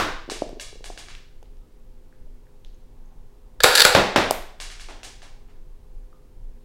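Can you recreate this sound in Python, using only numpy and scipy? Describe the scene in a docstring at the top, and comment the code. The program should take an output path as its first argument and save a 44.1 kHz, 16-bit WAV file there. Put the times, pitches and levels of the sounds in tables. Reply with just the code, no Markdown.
"""Toy pistol shot in a bare room

A toy electric pistol fires once: trigger click, piston slam, gears dragging the slide, slide closing.
What it throws out slams into a hollow box and bounces over the hard floor; an earlier shot's dies away first.
Dull knocks, small ticks and a bright snap sound close by, over rumble, hum, hiss, a far drone and a falling tone.
Each blow is a short rattling contact that rings a resonant body, and a lively room answers it.
"""
import sys
import numpy as np
from scipy import signal
from scipy.fft import rfft, irfft, next_fast_len
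from scipy.io import wavfile
from scipy.ndimage import map_coordinates

SR = 44100
rng = np.random.default_rng(int(sys.argv[2]) if len(sys.argv) > 2 else 0)


def convert_level_to_amplitude(level_db):
    """Map a level in decibels to its linear amplitude factor."""
    exponent = np.asarray(level_db, float) / 20
    return 10 ** exponent


def waveform_to_disk(signal):
    """Save audio, clipped to [-1, 1], as 16-bit WAV at the path in sys.argv[1]."""
    frames = np.transpose(np.atleast_2d(signal))
    scaled = np.clip(frames, -1, 1) * 32767
    samples = np.round(scaled).astype(np.int16)
    wavfile.write(sys.argv[1], SR, samples)


N = 292824
LEAD, GRID, TAIL = SR // 10, 4096, 3 * SR // 4  # samples: early start of the track, body filter, room tail
HZ = np.fft.rfftfreq(GRID, 1 / SR)
SHOT_S = 3.6


def unit(x):
    """Scales to rms 1."""
    return x / np.sqrt(np.mean(x ** 2) + 1e-20)


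def along(points, hz):
    """Reads (Hz, value) points on a log frequency axis."""
    point_hz, value = np.transpose(points)
    return np.interp(np.log(hz + 1), np.log(point_hz + 1), value)


def wobble(rate):
    """A smooth random curve with this many knots a second."""
    knots = rng.standard_normal(int(N * rate / SR) + 4)
    return map_coordinates(knots, [np.arange(N) * rate / SR])


def gate(on_s, off_s, edge_s):
    """1 between the two times, with soft edges."""
    t = np.arange(N) / SR
    return np.clip(np.minimum(t - on_s, off_s - t) / edge_s + .5, 0, 1) ** 2


def noise(gain):
    """Noise of rms 1 coloured by a gain of frequency."""
    size = next_fast_len(N)
    spectrum = rfft(rng.standard_normal(size)) * gain(np.fft.rfftfreq(size, 1 / SR))
    return unit(irfft(spectrum, size)[:N])


def resonances(modes, hz=HZ):
    """Gain of a body with (centre_hz, width_hz, level_db) resonances, their powers summed."""
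    power = 0
    for centre, width, db in modes:
        damping = (hz * width) ** 2
        power = power + convert_level_to_amplitude(2 * db) * damping / ((centre * centre - hz * hz) ** 2 + damping)
    return np.sqrt(power)


def tilt(db_per_octave):
    """Gain that leans about 2 kHz."""
    return convert_level_to_amplitude(db_per_octave * np.log2((HZ + 50) / 2000))


def ringing(gain):
    """The causal, minimum-phase impulse response with this gain."""
    cepstrum = irfft(np.log(gain + 1e-6))
    # folding the cepstrum forward puts all the ringing after the blow
    cepstrum[1:GRID // 2] *= 2
    cepstrum[GRID // 2 + 1:] = 0
    return irfft(np.exp(rfft(cepstrum)))


# how long the room rings at each pitch: pitch_hz, t60_s
ROOM_DECAY = [(100, 0.37), (260, 0.51), (700, 0.53), (1840, 0.58), (4850, 0.58), (12800, 0.33)]
# first wall echoes, on average: delay_ms, level_db
WALL_ECHOES = [(16, -17), (20, -19)]
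BUILD_START, BUILD_S = 0.34, 0.021  # the wash starts at this share and builds at one per BUILD_S


def room():
    """A fresh tail: clear wall echoes while the wash builds up; each frequency dies at its own speed."""
    hz, t, bins = signal.stft(rng.standard_normal(TAIL), SR, nperseg=256)
    decay = convert_level_to_amplitude(-60 * t / along(ROOM_DECAY, hz)[:, None])
    tail = signal.istft(bins * decay, SR, nperseg=256)[1][:TAIL]
    t = np.arange(TAIL) / SR
    tail = tail * np.clip(BUILD_START + t / BUILD_S, 0, 1) * (t > .002)
    tail = tail / np.linalg.norm(tail)
    ms, db = np.transpose(WALL_ECHOES)
    ms = ms + rng.normal(0, 1, len(ms))
    db = db + rng.normal(0, 2, len(db))
    tail[np.round(ms * SR / 1000).astype(int)] += convert_level_to_amplitude(db)
    return tail


def add(track, s, db, gain, contact_ms, room_db, reflection_db=-60, shade_hz=20000):
    """One blow: a rattling contact rings the body, then the room answers with the body's colour."""
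    t = np.arange(GRID // 2) / SR
    # a duller reflection from a near surface arrives 1.72 ms later
    duller = ringing(gain / (1 + (HZ / 6000) ** 4))
    body = ringing(gain) + convert_level_to_amplitude(reflection_db) * np.roll(duller, round(.00172 * SR))
    force = rng.standard_normal(len(t)) * np.exp(-(t / (contact_ms / 1000)) ** 2)
    force[0] = 1.0
    # the straight path may be shaded, which dulls it
    shade = ringing(1 / (1 + (HZ / shade_hz) ** 3))
    blow = signal.fftconvolve(signal.fftconvolve(force, body), shade)[:GRID]
    blow = convert_level_to_amplitude(db) * blow / np.abs(blow).max()
    # sound sent in all directions averages out the contact's chance colour
    spread = body * np.linalg.norm(blow) / np.linalg.norm(body)
    sound = convert_level_to_amplitude(room_db) * signal.fftconvolve(spread, room())
    sound[:GRID] += blow
    start = round(s * SR) + LEAD
    track[start:start + len(sound)] += sound


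# the hollow box and its side panel, before the lean of each slam: centre_hz, width_hz, level_db
BOX_MODES = [(86.1, 9, -11), (200, 27, 1), (400, 320, -11.5), (639.5, 490, 7.5), (1247, 350, 0.5),
             (2040, 1300, 4.5), (3620, 730, 4), (5327, 1800, -3.5), (13000, 5000, -48.5)]
PANEL_MODES = [(82, 13, -5), (320, 41, 1), (1103, 150, 4), (1510, 210, 2)]
# blows on the box: start_s, peak_db, contact_ms, lean_db_per_octave, panel_db
BOX_SLAMS = [(-.02, -2, 4.3, -2, 8.5), (3.949, 1.5, 6, -4, -19), (4.16, 1, 7.95, -4, -13)]


def slams(track):
    """What is thrown out slams into the hollow box, ringing the box and its side panel."""
    for s, db, contact_ms, lean, panel_db in BOX_SLAMS:
        box = resonances(BOX_MODES) + convert_level_to_amplitude(panel_db) * resonances(PANEL_MODES)
        add(track, s, db, box * tilt(lean), contact_ms, room_db=1.68)


# colour of the air rumble: pitch_hz, level_db
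RUMBLE_COLOUR = [(4, -30), (9, -3), (24, 1), (38, -10), (55, -22), (70, -27), (100, -27), (150, -34),
                 (300, -120)]


def rumble():
    """Low air rumble: coloured noise with an unsteady level."""
    level_db = -40.5 + 1.5 * wobble(4.6) + 2.7 * wobble(8.8)
    return convert_level_to_amplitude(level_db) * noise(lambda hz: convert_level_to_amplitude(along(RUMBLE_COLOUR, hz)))


# colour of the hiss: pitch_hz, level_db
HISS_COLOUR = [(35, -29), (60, -5.5), (189, -16), (238, -18.5), (308, -17.5), (417, -18.5), (566, -25.5),
               (803, -30), (1380, -35), (14900, -46), (16000, -43)]


def hiss():
    """Steady hiss: coloured noise, fullest in the low range."""
    return convert_level_to_amplitude(-58) * noise(lambda hz: convert_level_to_amplitude(along(HISS_COLOUR, hz)))


# hum tones, about which pitch and level wander: pitch_hz, level_db
HUM_TONES = [(120, -75), (241, -64.5), (361, -71), (414.5, -67), (511.4, -67)]


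def hum():
    """A faint hum of sine tones, each wandering in pitch and level."""
    total = np.zeros(N)
    for hz, db in HUM_TONES:
        phase = 2 * np.pi * np.cumsum(hz + 3 * wobble(12)) / SR
        total += convert_level_to_amplitude(db + 2 * wobble(8)) * np.sin(phase)
    return total


DRONE_DB, DRONE_NEAREST_S, DRONE_PASS_S = -63, 4.3, 0.56  # average level when nearest, its time, pace of passing


def drone():
    """A far drone: noise resonating near 850 Hz that swells and fades as if passing."""
    t = np.arange(N) / SR
    nearness = 1 / np.hypot(1, (t - DRONE_NEAREST_S) / DRONE_PASS_S)
    tone = noise(lambda hz: resonances([(850, 420, 0)], hz) ** 2)
    return convert_level_to_amplitude(DRONE_DB + 1.5 * wobble(5.5)) * nearness * tone


# dull knocks near the microphone: start_s, peak_db, pitch_hz, upper_mode_db
NEAR_KNOCKS = [(0.279, -33, 298, -11), (0.289, -26.5, 330, -14), (0.3188, -20.5, 400, -14),
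               (0.4206, -10.5, 330, 4), (.493, -30, 530, -20), (0.529, -28.5, 330, -20),
               (0.569, -32.5, 400, -18), (0.728, -36.5, 413, -26), (.756, -38, 452, -27),
               (0.807, -38, 445, -20), (.9015, -25.5, 378, 3), (1.427, -39.5, 444, -5),
               (4.91, -33, 400, 9.5)]
KNOCK_T60_MS, UPPER_RATIO = 20.7, 1.865


def knocks(track):
    """Soft knocks close by ring two low, short modes, nearly dry."""
    width = 2200 / KNOCK_T60_MS  # Hz: the shorter the ring, the broader the mode
    for s, db, hz, upper_db in NEAR_KNOCKS:
        soft = 0
        for mode in [(hz, width, 0), (UPPER_RATIO * hz, width, upper_db)]:
            soft = soft + resonances([mode]) / (1 + (HZ / (1.56 * mode[0])) ** 4)
        add(track, s, db, soft, contact_ms=.15, room_db=-9.5)


# colour of the light plastic, before the lean of each bounce: pitch_hz, level_db
PLASTIC_COLOUR = [(300, -47), (900, -10), (1500, 0), (2400, 1.5), (4000, 0.5), (6500, -2), (9200, -6),
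                  (12000, -18), (15500, -31.5)]
# floorboards, before squaring (which doubles the dB and narrows the peaks): centre_hz, width_hz, level_db
FLOOR_MODES = [(330, 184, 4), (750, 340, 3.5)]
# bounces on the floor: start_s, peak_db, lean_db_per_octave, thud_db, reflection_db
FLOOR_BOUNCES = [(0.2986, -18.5, 1.5, -2.5, -16), (0.5977, -23, 3.5, -7, -1), (0.8419, -25, 2.5, -1.5, -9),
                 (0.9759, -26.5, 1, -4.5, -11), (1.085, -27.5, -3, -16, -17),
                 (4.6009, -22, 1.5, -8.5, -10.5), (4.701, -31.5, -0.5, -15, -23),
                 (4.797, -30.5, 0.5, -13.5, -11), (4.886, -29, -2.5, 2.5, -37), (5.032, -27, 2, -4, -18),
                 (5.2192, -37, -0.5, -2, -16), (5.24, -45.5, -7.5, 3, -16.5),
                 (5.486, -51.5, -5.5, -11, -17)]
BOUNCE_ROOM_DB, FARTHER_DB = 4.5, 2.5  # the later shot's bounces lie farther off, with more room


def bounces(track):
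    """Light plastic bounces, each thudding on the boards and reflected by a near surface."""
    for s, db, lean, thud_db, reflection_db in FLOOR_BOUNCES:
        plastic = convert_level_to_amplitude(along(PLASTIC_COLOUR, HZ)) * tilt(lean)
        thud = convert_level_to_amplitude(thud_db) * resonances(FLOOR_MODES) ** 2
        room_db = BOUNCE_ROOM_DB + FARTHER_DB * (s > SHOT_S)
        add(track, s, db, plastic + thud, 2.27, room_db, reflection_db, shade_hz=5860)


# small ticks, width before squaring narrows it: start_s, peak_db, pitch_hz, width_hz
SMALL_TICKS = [(0.492, -38, 5000, 6000), (1.151, -27, 2740, 3500), (1.429, -44, 2830, 3000),
               (1.457, -51, 2970, 1990), (1.57, -50.5, 3980, 5000), (2.126, -51, 1600, 500),
               (2.27, -57, 600, 100.3), (2.468, -55, 1670, 600), (2.648, -36.5, 3580, 3000),
               (2.745, -57, 6440, 596), (3.058, -59, 6500, 600), (3.122, -55, 803, 149),
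               (6.128, -49, 1200, 200)]


def ticks(track):
    """Small ticks close by each ring one mode."""
    for s, db, hz, width in SMALL_TICKS:
        add(track, s, db, resonances([(hz, width, 0)]) ** 2, contact_ms=.5, room_db=-6)


WHINE_S, WHINE_LENGTH_S = 1.49, .33
WHINE_HZ, FALL_HZ_PER_S = 1390, 920  # average first pitch, and its fall
WHINE_DB, WHINE_FADE_DB_PER_S = -74, 16  # average first level, and its fade


def whine():
    """One faint falling tone, made fuzzy by fast random pitch and level."""
    t = np.arange(N) / SR
    since = np.clip(t - WHINE_S, 0, WHINE_LENGTH_S)
    fade = convert_level_to_amplitude(WHINE_DB - WHINE_FADE_DB_PER_S * since)
    swell = fade * gate(WHINE_S, WHINE_S + WHINE_LENGTH_S, .06)
    pitch = WHINE_HZ - FALL_HZ_PER_S * since + 30 * wobble(60)
    return swell * convert_level_to_amplitude(5 * wobble(30)) * np.sin(2 * np.pi * np.cumsum(pitch) / SR)


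# the pistol's hollow frame and its slide, before any lean: centre_hz, width_hz, level_db
FRAME_MODES = [(500, 75, 0), (850, 180, -5), (1420, 210, -3.5), (2405, 720, -10.5), (4130, 910, -10.5),
               (7600, 670, -12), (10700, 2300, -16.5)]
SLIDE_MODES = [(1680, 110, -2.5), (3730, 310, -6), (4500, 350, -5.5)]


def pistol_body(ring_db, lean):
    """Gain of frame plus slide, too small to send out bass."""
    small = 1 / (1 + (240 / (HZ + 1)) ** 3)
    return (resonances(FRAME_MODES) + convert_level_to_amplitude(ring_db) * resonances(SLIDE_MODES)) * tilt(lean) * small


# trigger, piston letting go, two piston hits, slide opening, slide closing:
# start_s, peak_db, contact_ms, slide_ring_db, lean_db_per_octave
PISTOL_BLOWS = [(3.604, -12, 5.1, 12.5, -1.5), (3.63, -21.5, 1.2, -10, 2), (3.635, -0.5, 6.9, -1, 2.5),
                (3.6411, 5, 4.65, -9, -2.5), (3.7523, -0.5, 8, 5.5, 3), (3.850, 6, 4.3, -15, -1.5)]
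BLOW_ROOM_DB, ROOM_PER_DB = -4, 0.36  # room share of a 0 dB blow, and its rise per dB


def pistol_blows(track):
    """Blows on the frame and slide; louder ones fill the room more."""
    for s, db, contact_ms, ring_db, lean in PISTOL_BLOWS:
        add(track, s, db, pistol_body(ring_db, lean), contact_ms, BLOW_ROOM_DB + ROOM_PER_DB * db)


# low thumps under the pistol's two loudest blows: start_s, peak_db
LOW_THUMPS = [(3.642, -22), (3.851, -23)]
THUMP_HZ, THUMP_WIDTH_HZ = 120, 210


def low_thumps(track):
    """A short, dry, low thump under each of the pistol's two loudest blows: one broad, damped mode."""
    thump = resonances([(THUMP_HZ, THUMP_WIDTH_HZ, 0)]) / (1 + (HZ / (2 * THUMP_HZ)) ** 4)
    for s, db in LOW_THUMPS:
        add(track, s, db, thump, contact_ms=.15, room_db=-23)


MOTOR_ON_S, HARDEST_S, STOP_S = 3.645, 3.80, 3.85  # the gears strain most as the spring is fully drawn
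HARDEST_DB, STRAIN_DB_PER_S, EASE_DB_PER_S = -19, 111.5, 300  # level at the peak, rise before, fall after


def gears():
    """Gear teeth chatter unevenly through the slide and frame, louder as they strain against the spring."""
    struck = rng.random(N) < 2500 / SR  # about 2500 teeth a second
    teeth = struck * convert_level_to_amplitude(2 * rng.standard_normal(N)) * rng.standard_normal(N)
    body = ringing(resonances(SLIDE_MODES) + 0.45 * resonances(FRAME_MODES))
    chatter = unit(signal.fftconvolve(teeth, body)[:N])
    t = np.arange(N) / SR
    rise_db = STRAIN_DB_PER_S * (t - HARDEST_S)
    fall_db = EASE_DB_PER_S * (HARDEST_S - t)
    strain_db = HARDEST_DB + np.minimum(rise_db, fall_db)
    return convert_level_to_amplitude(strain_db) * gate(MOTOR_ON_S, STOP_S, .01) * chatter


# gear teeth catching the slide: start_s, peak_db, contact_ms
GEAR_CLACKS = [(3.775, -3, 3.5), (3.7807, -2, 4.1), (3.791, -5, 3), (3.7971, -1, 1.5), (3.8033, 4.5, 6),
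               (3.818, 3, 5.5), (3.821, 3, 3), (3.845, -4, 1.5)]


def clacks(track):
    """Gear teeth catch the slide, which rings harder than the frame."""
    for s, db, contact_ms in GEAR_CLACKS:
        add(track, s, db, pistol_body(ring_db=7, lean=0.9), contact_ms, room_db=-8.5)


# the crack of the snap: centre_hz, width_hz, level_db
SNAP_MODES = [(2500, 3300, -6), (8000, 5000, -5.5), (12320, 2000, -2)]
SNAP_S, SNAP_KNOCK_HZ, SNAP_KNOCK_WIDTH_HZ = 4.3093, 697, 290


def snap(track):
    """One bright, dry bounce right by the microphone: its crack, and the knock of the surface it strikes."""
    add(track, SNAP_S, -5.5, resonances(SNAP_MODES), contact_ms=1.2, room_db=-8.5)
    knock = resonances([(SNAP_KNOCK_HZ, SNAP_KNOCK_WIDTH_HZ, 0)]) / (1 + (HZ / (1.6 * SNAP_KNOCK_HZ)) ** 4)
    add(track, SNAP_S, -4.5, knock, contact_ms=.15, room_db=-12.5)


def scene():
    """All blows on one track that starts a little early, over the gears and the background."""
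    track = np.zeros(LEAD + N + SR)
    for source in (slams, knocks, bounces, ticks, pistol_blows, low_thumps, clacks, snap):
        source(track)
    background = rumble() + hiss() + hum() + drone() + whine()
    return (track[LEAD:LEAD + N] + gears() + background)[None]


def top_cut(x):
    """Nothing passes above the cut-off."""
    return signal.sosfilt(signal.butter(12, 16420, fs=SR, output="sos"), x)


def record(dry):
    """The loudest blows clip softly and the top treble is cut."""
    clipped = dry / (1 + np.abs(dry) ** 6) ** (1 / 6)
    treble_cut = signal.cheby2(10, 30, 16400, fs=SR, output="sos")
    dulled = signal.sosfilt(treble_cut, clipped)
    return top_cut(dulled)


dry = scene()
out = record(dry)
waveform_to_disk(out)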